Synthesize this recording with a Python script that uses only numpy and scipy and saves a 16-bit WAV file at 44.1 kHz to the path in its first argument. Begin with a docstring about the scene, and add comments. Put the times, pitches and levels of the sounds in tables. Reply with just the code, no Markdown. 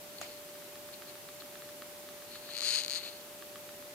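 """A quiet room: a large beetle on a hand, close to a camera, squeaks once by rubbing its abdomen on its wing cases.
The stroke starts as a soft rub, catches in single slips, runs into a fast rasp, stalls, speeds up and slides out.
Slips are impulses and the rub is dense random grains; both excite one short shell ring.
The camera's mechanism whines (wavering sines) and ticks faintly (ringing impulses) over steady hiss (shaped noise);
one sharp click, impulses with a noisy room tail, sounds in the room early on."""
import sys
import numpy as np
from scipy import signal
from scipy.fft import rfft, irfft
from scipy.io import wavfile
from scipy.ndimage import minimum_filter1d

SR = 44100
rng = np.random.default_rng(int(sys.argv[2]) if len(sys.argv) > 2 else 0)


def inscribe(sig):
    """Save sig as 16-bit PCM at rate SR to the path in sys.argv[1].

    A 1-D sig is mono; a 2-D sig holds one channel per row.
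    Samples are clipped to [-1, 1] before scaling.
    """
    pcm = np.round(np.clip(np.atleast_2d(sig).T, -1, 1) * 32767)
    wavfile.write(sys.argv[1], SR, pcm.astype(np.int16))


N = 173754
T = np.arange(N) / SR  # [s]


def amp(db):
    """Decibels to gain."""
    return 10 ** (np.asarray(db) / 20)


def unit(x):
    """Scales to rms 1."""
    return x / np.sqrt(np.mean(x ** 2) + 1e-20)


def read(points, hz):
    """Reads a frequency table on a log-frequency axis."""
    f, value = np.transpose(points)
    return np.interp(np.log(hz + 1), np.log(f + 1), value)


def drift(hz):
    """Slow random wander of rms 1, up to about hz."""
    f = np.fft.rfftfreq(N, 1 / SR)
    spectrum = rfft(rng.standard_normal(N)) * np.exp(-(f / hz) ** 2)
    return unit(irfft(spectrum, N))


def impulses(rows):
    """One impulse for each (time [s], level [dB]) row."""
    s, db = np.transpose(rows)
    return np.bincount(np.round(s * SR).astype(int), amp(db), N)[:N]


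def ring(points, size=2048):
    """Causal, minimum-phase impulse response with the given spectrum: energy comes as early as it can."""
    log_gain = np.log(amp(read(points, abs(np.fft.fftfreq(size, 1 / SR)))))
    spectrum = np.exp(np.conj(signal.hilbert(log_gain)))
    return np.fft.ifft(spectrum).real[:size // 2]


def through(x, response):
    """Convolves, channel by channel."""
    return signal.fftconvolve(np.atleast_2d(x), np.atleast_2d(response), axes=1)[:, :N]


def room(x):
    """Diffuse tail of a small room: noise that decays at each frequency's own rate, different at each microphone."""
    # how long the room rings: (frequency [Hz], time to fall 60 dB [s])
    room_decay = [(300, 0.19), (2000, 0.25), (6000, 0.29), (14000, 0.04)]
    noise = rng.standard_normal((2, SR // 2))
    hz, t, z = signal.stft(noise, SR, nperseg=256)
    fade = amp(-60 * t / read(room_decay, hz)[:, None])
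    tail = signal.istft(z * fade, SR, nperseg=256)[1]
    return through(x, tail / np.linalg.norm(tail[0]))


def rattle(hits, t60):
    """A short burst of fine random contacts after each hit, with about the hit's energy."""
    onset_s = 0.00089  # it builds up just after the contact
    t = T[:SR // 10]
    swell = np.minimum(t / onset_s, 1) ** 2
    fade = swell * np.exp(-np.log(1000) * t / t60)
    return through(hits, fade / np.linalg.norm(fade))[0] * rng.standard_normal(N)


def knock(rows, colour, rattle_db, rattle_t60):
    """Small hard contacts and their rattle ring the object."""
    hits, body = impulses(rows), ring(colour)
    contacts = hits + amp(rattle_db) * rattle(hits, rattle_t60)
    return through(contacts, body / abs(body).max())


def hiss():
    """Steady noise, shared by the microphones in the bass and nearly independent in the treble."""
    # colour of the hiss: (frequency [Hz], relative level per Hz [dB])
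    hiss_colour = [(20, -12), (50, -9.5), (100, 0), (170, 2.5), (280, 5), (420, 3), (650, 2), (1000, 0),
                   (1600, -1.5), (2400, -1.5), (3300, -2), (4300, -2.5), (5500, -4), (6500, -4), (8500, -5),
                   (12000, -3.5), (14800, -2), (16000, -16.5)]
    # stereo width: (frequency [Hz], left-right likeness [0-1])
    hiss_same = [(30, .1), (100, 0.68), (300, .7), (700, 0.47), (1500, 0.25), (3000, 0.086), (6000, 0.034),
                 (15000, .02)]
    # stereo balance: (frequency [Hz], left minus right [dB])
    hiss_balance = [(30, -10), (120, -1), (1000, -0.5), (3200, -.5), (4300, 3.5), (5500, 0), (15000, -0.2)]
    hz = np.fft.rfftfreq(N, 1 / SR)
    a, b = rfft(rng.standard_normal((2, N)))
    same = np.clip(read(hiss_same, hz), -1, 1)
    tilt = amp(read(hiss_balance, hz) / 2)
    left = a * tilt
    right = (same * a + np.sqrt(1 - same ** 2) * b) / tilt
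    coloured = irfft(np.array([left, right]) * amp(read(hiss_colour, hz)), N)
    return amp(-49.5) * unit(coloured)


def whine():
    """The camera's steady tones: sines that waver slightly in pitch and level."""
    # tones of the whine: (frequency [Hz], rms level before the waver [dB])
    whine_tones = [(311.9, -72), (361.3, -68.5), (392.5, -67), (589.6, -53.5), (786, -77.5), (873, -75)]
    waver_hz, waver_db, wavers_per_s = 0.99, 0.95, 5.8  # rms pitch and level waver, its rough top speed
    out = np.zeros(N)
    for hz, db in whine_tones:
        turns = np.cumsum(hz + waver_hz * drift(wavers_per_s)) / SR
        level = np.sqrt(2) * amp(db + waver_db * drift(wavers_per_s))
        out += level * np.sin(2 * np.pi * turns)
    return out


def click():
    """One sharp click, stronger on the left: coloured impulses and their rattle, then the room's diffuse tail."""
    # a faint touch, the sharp main click, then a faint rebound: (time [s], level [dB])
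    click_hits = [(.2137, -38), (.2141, -21), (.2169, -40)]
    # colour of the direct click: (frequency [Hz], relative level [dB])
    click_colour = [(200, -12), (500, -1), (760, 7), (1150, 6.5), (1600, -1), (2400, -5), (3600, -3),
                    (4400, -1), (5000, -12), (5900, -6), (6550, 10), (7300, -5), (9500, -8), (15000, -25)]
    # colour of its reflections: (frequency [Hz], relative level [dB])
    click_tail = [(200, -13), (750, 3.5), (1300, -4.5), (2300, 0.5), (3400, -4.5), (4400, -4), (5500, -9),
                  (6800, -5), (9000, -11), (14000, -21)]
    right_db, room_db = -3.5, 14
    direct = knock(click_hits, click_colour, rattle_db=-1.5, rattle_t60=0.0066)
    tail = room(through(impulses(click_hits), ring(click_tail)))
    return direct * amp([[0], [right_db]]) + amp(room_db) * tail


def ticks():
    """The mechanism ticks and rebounds once each time, ringing the camera housing, centred and dry."""
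    # ticks, mostly on a beat of 7.5 a second: (time [s], level [dB])
    tick_hits = [(0.49, -42), (.5532, -43), (0.622, -42.5), (0.756, -39), (0.8889, -39), (1.0217, -35),
                 (1.1547, -37.5), (1.2885, -35), (1.4211, -35.5), (1.5553, -35), (1.6214, -36.5),
                 (1.6904, -37.5), (1.8216, -32), (2.0888, -36.5), (2.2216, -39), (2.3560, -35.5),
                 (2.4903, -35), (2.6234, -34), (3.4241, -34), (3.5576, -33), (3.6912, -37), (3.8253, -40)]
    # ring of the camera housing: (frequency [Hz], relative level [dB])
    housing = [(300, -40), (920, -20), (1130, 2.5), (1450, -1), (1720, 1), (2150, -11), (3100, -6),
               (4850, -9), (5350, -24), (12000, -30)]
    rebound_s, rebound_db = 0.00161, -14  # after and relative to the tick
    rebounds = [(s + rebound_s, db + rebound_db) for s, db in tick_hits]
    return knock(tick_hits + rebounds, housing, rattle_db=-8.5, rattle_t60=0.021)


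def rubbing():
    """Dense tiny slips that follow the pressure of the stroke and of a few brief scrapes."""
    # smooth rubbing under and around the slips: (time [s], level [dB])
    rub_level = [(2.26, -66), (2.32, -51), (2.36, -47), (2.40, -56.5), (2.46, -51), (2.50, -43.5),
                 (2.56, -40.5), (2.70, -41.5), (2.81, -35), (2.87, -49), (2.93, -42.5), (2.99, -40.5),
                 (3.03, -41), (3.07, -39.5), (3.11, -45.5), (3.135, -50), (3.22, -59), (3.28, -68)]
    # brief faint scrapes as the beetle shifts: (time [s], length [s], level [dB])
    scrapes = [(0.185, .0025, -43), (0.26, 0.16, -52.5), (0.941, 0.019, -47), (1.094, 0.032, -50.5),
               (1.405, 0.0089, -47), (1.642, 0.031, -60), (3.213, .005, -53)]
    # how rubbing differs in colour from a slip, mostly duller: (frequency [Hz], relative level [dB])
    rub_tilt = [(1000, 1), (3000, 4), (3900, 1), (4250, 1), (5000, -6.5), (6500, -5.5), (10000, -7),
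                (15000, -22)]
    grains_per_s, flutter_db, flutter_hz = 14000, 1.5, 70
    grains = (rng.random(N) < grains_per_s / SR) * rng.standard_normal(N)
    level = amp(np.interp(T, *np.transpose(rub_level), left=-120, right=-120))
    for s, length, db in scrapes:
        level = level + amp(db) * np.exp(-2 * ((T - s) / length) ** 2)
    flutter = amp(flutter_db * drift(flutter_hz))
    return through(unit(grains) * level * flutter, ring(rub_tilt))[0]


def slip_run(curve, jitter, spread_db):
    """A train of slips that follows the speed of the stroke, uneven in timing and strength."""
    s, rate, db = np.transpose(curve)
    t = np.arange(s[0], s[-1], 1 / SR)
    slip_count = np.floor(np.cumsum(np.interp(t, s, rate)) / SR)
    at = t[1:][np.diff(slip_count) > 0]
    shift, strength = rng.standard_normal((len(at), 2)).T
    times = at + jitter * shift / np.interp(at, s, rate)  # jitter is a share of the gap between slips
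    levels = np.interp(at, s, db) + spread_db * strength
    return impulses(np.c_[times, levels])


def stroke():
    """Stick-slip friction: hard single slips, two fast runs of small ones, and the grit they crumble into."""
    # hard slips of the stroke: (time [s], level [dB])
    hard_slips = [(2.5360, -28), (2.5526, -25), (2.5674, -19.5), (2.5779, -19.5), (2.5859, -18),
                  (2.5943, -23), (2.6071, -17), (2.6182, -18), (2.6269, -17.5), (2.6344, -18),
                  (2.6420, -19), (2.6476, -15), (2.6541, -15), (2.6593, -19), (2.6653, -15.5),
                  (2.6731, -15.5), (2.6824, -14.5), (2.6893, -12), (2.6968, -18), (2.7059, -13.5),
                  (2.7153, -15), (2.7248, -15), (2.7317, -20), (2.7411, -14), (2.7505, -16.5),
                  (2.7590, -11.5), (2.7728, -15), (2.7871, -14.5), (2.8027, -17), (2.8179, -21),
                  (2.8362, -17.5), (2.8481, -16), (2.8620, -19.5), (2.8814, -17), (2.8977, -16.5),
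                  (2.9070, -16), (2.9143, -17), (2.9202, -17.5), (2.9279, -18), (2.9354, -16),
                  (2.9417, -21), (2.9483, -18), (2.9528, -19)]
    # fast rasp of small slips: (time [s], rate [slips per s], level [dB])
    rasp = [(2.619, 570, -25.5), (2.645, 570, -25), (2.665, 530, -20), (2.70, 530, -20),
            (2.745, 540, -18.5), (2.775, 490, -21), (2.797, 560, -21.5), (2.806, 560, -24),
            (2.828, 460, -34)]
    # last run, as the stroke speeds up and slides out: (time [s], rate [slips per s], level [dB])
    run_out = [(2.953, 242.5, -24), (2.962, 350, -21), (2.972, 402, -22.5), (2.980, 459, -23.5),
               (2.988, 583, -31)]
    # how much the slips crumble into finer ones: (time [s], share [0-1])
    grit_share = [(2.60, .1), (2.65, 0.8), (2.79, 0.7), (2.83, 0.2), (2.94, 0.2), (2.97, 0.4)]
    recatch_s = .001  # no small slip comes this close to a hard one
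    hard = impulses(hard_slips)
    free = minimum_filter1d((hard == 0) * 1., 2 * round(recatch_s * SR) + 1)
    small = slip_run(rasp, jitter=.15, spread_db=0.5) + slip_run(run_out, jitter=0.072, spread_db=2)
    slips = hard + free * small
    grit = amp(-5) * np.interp(T, *np.transpose(grit_share))
    # the division keeps the energy about the same
    return (slips + grit * rattle(slips, t60=0.0065)) / np.sqrt(1 + grit ** 2)


def beetle():
    """Slips and rubbing excite one short ring near 4.3 kHz, much stronger on the left, with a little room."""
    # ring of one slip at the near (left) microphone: (frequency [Hz], relative level [dB])
    shell_left = [(200, -40), (900, -31), (1700, -22.5), (2250, -18), (3100, -17.5), (3650, -10),
                  (4000, -3.5), (4230, 2.5), (4550, -0.5), (5000, -8), (5800, -20.5), (6450, -7.5),
                  (7100, -15.5), (8500, -18.5), (9800, -18), (12000, -30.5), (16000, -63)]
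    # the same ring at the far (right) microphone: (frequency [Hz], relative level [dB])
    shell_right = [(200, -59), (900, -29.5), (1700, -23), (2300, -16), (3300, -14), (4650, -13.5),
                   (5200, -30), (5900, -34), (6500, -24), (7400, -30), (9000, -29), (12000, -37.5),
                   (16000, -37)]
    right_lag_s, room_db = .00005, -20
    far = np.roll(ring(shell_right), round(right_lag_s * SR))
    shell = np.array([ring(shell_left), far])
    # slips are scaled by the ring's peak, rubbing by its energy
    friction = stroke() / abs(shell[0]).max() + rubbing() / np.linalg.norm(shell[0])
    direct = through(friction, shell)
    return direct + amp(room_db) * room(direct)


def scene():
    """The beetle over the sounds of camera and room."""
    return hiss() + whine() + click() + ticks() + beetle()


def record(dry):
    """The recorder's band limit: a steep low-pass."""
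    edge_hz = 15850
    low_pass = signal.firwin(511, edge_hz, window=("kaiser", 9), fs=SR)
    return signal.oaconvolve(dry, low_pass[None], "same")


dry = scene()
out = record(dry)
inscribe(out)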